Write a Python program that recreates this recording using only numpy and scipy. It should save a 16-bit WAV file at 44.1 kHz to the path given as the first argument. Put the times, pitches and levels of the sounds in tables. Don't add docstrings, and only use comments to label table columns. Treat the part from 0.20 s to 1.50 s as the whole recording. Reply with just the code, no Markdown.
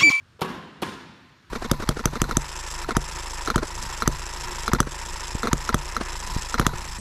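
import sys
import numpy as np
from scipy import signal
from scipy.fft import rfft, irfft, next_fast_len
from scipy.io import wavfile

SR = 44100
rng = np.random.default_rng(int(sys.argv[2]) if len(sys.argv) > 2 else 0)


def linear_from_db(decibels):
    return 10 ** (np.asarray(decibels, float) / 20)


def to_wav(s):
    ch = np.atleast_2d(s).T
    pcm = np.round(np.clip(ch, -1, 1) * 32767)
    wavfile.write(sys.argv[1], SR, pcm.astype(np.int16))


N = 57330


def rms_one(x):
    return x / np.sqrt(np.mean(x ** 2) + 1e-20)


def at_hz(points, hz, column=1):
    points = np.array(points)
    return np.interp(np.log(hz), np.log(points[:, 0]), points[:, column])


def noise_bands():
    settle = 4000
    edges_hz = 22 * 2 ** np.arange(0, 9.6, 1 / 3)
    white = rng.standard_normal((2, N + settle))
    for k, (low, high) in enumerate(zip(edges_hz, edges_hz[1:])):
        sos = signal.butter(2, [low, high], "band", fs=SR, output="sos")
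        yield np.sqrt(low * high), signal.sosfilt(sos, white[k % 2])[settle:]


def convolve(x, response):
    size = next_fast_len(2 * N)
    return irfft(rfft(x, size) * rfft(response, size), size)[:N]


# f/Hz, first knock/dB, second knock/dB, t60/s
MACHINE_MODES = [(160.9, -7, -17, 0.72), (204.1, -4.5, -8, 0.31), (260, -9.5, -2.5, 0.21), (341, 1, 3, 0.048),
                 (378.3, -7, -14.5, 0.32), (421.7, 1, -12, 0.092), (503.3, -1.5, -13, 0.2),
                 (748, 2, -22, 0.041), (883, -12.5, -3, 0.11), (957, 0, -1, 0.13), (1045.2, -4, -7, 0.41),
                 (1123, -6, -25, 0.35), (1241, -10, -15.5, 0.34), (1398, -18.5, -15, 0.48),
                 (1556, -4.5, -15, 0.11), (1682, -14, -8.5, 0.36), (1829, -18, -12, 0.28),
             (2320, -27, -54, 0.14), (2800, -5, -15, 0.1), (3070, -15, -15.5, 0.2), (3480, -41, -8.5, 0.11),
             (3760, -18, -20.5, 0.42), (5310, -29, -48, 0.079)]
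MODES = MACHINE_MODES


def ringing(knock, t, strengths):
    out = 0
    for mode, strength in zip(MODES, strengths):
        hz, level_db, t60_s = mode[0], mode[1 + knock], mode[3]
        out = out + strength * np.sin(2 * np.pi * hz * t) * linear_from_db(level_db - 60 * t / t60_s)
    return out


# t/s, level/dB, rise/s
BLOWS = [
    (.2162, -29, 0.006),
    (.6225, -33, 0.0076),
]


def blows():
    out, t = np.zeros(2 * N), np.arange(N) / SR
    signs = (-1.) ** np.arange(len(MODES))
    for knock, (s, db, rise_s) in enumerate(BLOWS):
        i = int(s * SR)
        out[i:i + N] += linear_from_db(db) * (1 - np.exp(-t / rise_s)) * ringing(knock, t, signs)
    return out[:N]


# t/s, level/dB, f/Hz, t60/s
THUDS = [(.1920, -36, 467, 0.035), (.1975, -41.5, 630, 0.023), (.2160, -6, 630, 0.0077),
         (.2165, -17, 167, 0.039), (.2165, -20.5, 940, 0.018), (.6222, -12.5, 564, 0.0086),
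         (.6290, -15.5, 332, 0.026), (.6230, -19.5, 207, 0.03), (.6230, -26, 940, 0.092),
         (.6440, -21.5, 260, 0.015), (0.75, -26.5, 333, 0.017)]


def thuds():
    rise_s = 0.00085
    out, t = np.zeros(2 * N), np.arange(N) / SR
    for s, db, hz, t60_s in THUDS:
        i = int(s * SR)
        swing = np.sin(2 * np.pi * hz * t) * (1 - np.exp(-t / rise_s))
        out[i:i + N] += linear_from_db(db - 60 * t / t60_s) * swing
    return out[:N]


def contact_force(cut_hz, t):
    pulse = t * np.exp(-2 * np.pi * cut_hz * t)
    return pulse / pulse.sum()


# t/s, level/dB, hardness as cut f/Hz, knock index
CONTACTS = [(0.1922, -31.5, 1540, 0), (0.2, -38, 1510, 0), (0.209, -34, 8900, 0), (0.213, -39.5, 9000, 0),
            (0.2162, -13.5, 2310, 0), (.218, -14.5, 1860, 0), (.2205, -32.5, 5050, 0),
            (.2225, -38, 2500, 0), (.2275, -28.5, 3980, 0), (0.231, -37, 3960, 0), (0.6186, -29.5, 8700, 1),
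            (0.624, -30.5, 6000, 1), (0.6235, -25.5, 3760, 1), (0.628, -37.5, 5560, 1),
            (0.627, -57, 5800, 1), (0.6312, -18.5, 2340, 1), (0.635, -49, 2500, 1), (.2510, -37, 1200, 0),
            (.6590, -40, 1500, 1), (0.676, -29, 1500, 1), (.6950, -40, 3000, 1), (0.714, -42, 2500, 1)]
# f/Hz, density/dB per Hz
CRACK = [
    [(60, -60), (150, -22), (500, -8), (970, -1), (1820, -11), (3090, -1.5), (8130, -10.5), (9800, -4.5),
     (15400, -3)],
    [(60, -30), (150, -22), (600, 0.5), (970, 0.5), (2300, -9.5), (3090, 0.5), (5680, -10.5), (11400, -5.5),
     (15400, -8)],
]


def plate_contacts():
    ring_db, ring_luck_db = -26, 3.5
    crack_db, crack_t60_s, crack_rise_s = 3.0, 0.031, 0.00074
    out, t = np.zeros(N + SR), np.arange(SR // 2) / SR
    bands = list(noise_bands())
    sprays = [rms_one(sum(linear_from_db(at_hz(colour, hz)) * b for hz, b in bands)) for colour in CRACK]
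    crack_shape = (1 - np.exp(-t / crack_rise_s)) * linear_from_db(crack_db - 60 * t / crack_t60_s)
    luck = rng.standard_normal((len(CONTACTS), len(MODES), 2))
    for (s, db, cut_hz, knock), row in zip(CONTACTS, luck):
        i, knock = int(s * SR), int(round(knock))
        strengths = np.sign(row[:, 0]) * linear_from_db(ring_luck_db * row[:, 1])
        ring = linear_from_db(ring_db) * ringing(knock, t, strengths)
        crack = sprays[knock][i:i + len(t)] * crack_shape
        force = contact_force(cut_hz, t[:400])
        out[i:i + len(t)] += linear_from_db(db) * signal.fftconvolve(ring + crack, force)[:len(t)]
    return out[:N]


# f/Hz, early t60/s, late t60/s
HALL_T60 = [(100, .9, 1.6), (300, .8, 1.5), (700, .6, 1.2), (1500, .7, 1.6), (4000, .6, 1.7),
            (8000, .5, .75), (14000, .48, .55)]


def reflections(colour):
    build_s, late_db = 0.02, -6.5
    dip_s, dip_spread_s, dip_db = 0.0565, 0.0075, -2.5
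    lumps_per_s, lump_db, lumps_fade_s = 60, 2.5, 0.15
    t = np.arange(N) / SR
    build = 1 - np.exp(-t / build_s)
    dip = linear_from_db(dip_db * np.exp(-((t - dip_s) / dip_spread_s) ** 2))
    knots_s = np.arange(0, 2, 1 / lumps_per_s)
    wander = np.interp(t, knots_s, rng.standard_normal(len(knots_s)))
    lumps = linear_from_db(lump_db * np.exp(-t / lumps_fade_s) * wander)
    start, dying = np.zeros(N), np.zeros(N)
    for hz, b in noise_bands():
        band = linear_from_db(at_hz(colour, hz)) * b
        early_power = linear_from_db(-120 * t / at_hz(HALL_T60, hz))
        late_power = linear_from_db(2 * late_db - 120 * t / at_hz(HALL_T60, hz, column=2))
        start += band
        dying += band * np.sqrt(early_power + late_power)
    return build * dip * lumps * dying / np.std(start)


# t/s, broad level/dB, ringing level/dB
HALL_KNOCKS = [
    (.217, -30.5, -35),
    (.625, -32.5, -38.5),
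]
# f/Hz, density/dB per Hz
HALL_COLOUR = [
    [(60, -46), (200, 3.5), (543, -7.5), (680, -5), (969, -3.5), (3890, -17), (9000, -31.5), (15400, -28.5)],
    [(60, -7), (250, 1.5), (700, -9), (1060, -4), (3500, -13), (7620, -21.5), (12000, -28.5), (15400, -29)],
]


def hall():
    air_cut_hz = 13000
    out, t = np.zeros(2 * N), np.arange(N) / SR
    for knock, (s, broad_db, ring_db) in enumerate(HALL_KNOCKS):
        ring = ringing(knock, t, np.ones(len(MODES)))
        ring = ring / np.sqrt(np.sum(ring ** 2))
        smeared = convolve(ring, reflections([(20, 0), (900, 0), (20000, -1)]))
        crash = reflections(HALL_COLOUR[knock])
        i = int(s * SR)
        out[i:i + N] += linear_from_db(broad_db) * crash + linear_from_db(ring_db) * smeared
    return signal.sosfilt(signal.butter(6, air_cut_hz, fs=SR, output="sos"), out[:N])


# f/Hz, density/dB per Hz
FLOOR = [(25, -3), (50, -1), (96, 1), (200, -8), (400, -14), (736, -21), (1400, -13), (2100, -19),
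         (4000, -24), (7400, -31), (10000, -41), (15400, -44)]


def ventilation():
    floor_db, patchy_db = -57, -2
    knots = np.arange(0, N + 4000, 4000)
    floor = np.zeros(N)
    for hz, b in noise_bands():
        wander = np.interp(np.arange(N), knots, rng.standard_normal(len(knots)))
        floor += b * linear_from_db(at_hz(FLOOR, hz) + patchy_db * wander)
    return linear_from_db(floor_db) * rms_one(floor)


def scene():
    return (blows() + thuds() + plate_contacts() + hall() + ventilation())[None]


def band_limit(x):
    return signal.sosfilt(signal.butter(12, 15430, fs=SR, output="sos"), x)


def record(dry):
    low_hz, top_hz = 59.3, 15520
    x = signal.sosfilt(signal.butter(3, low_hz, "high", fs=SR, output="sos"), dry)
    x = signal.sosfilt(signal.cheby2(20, 50, top_hz, fs=SR, output="sos"), x)
    return band_limit(x)


dry = scene()
out = record(dry)
to_wav(out)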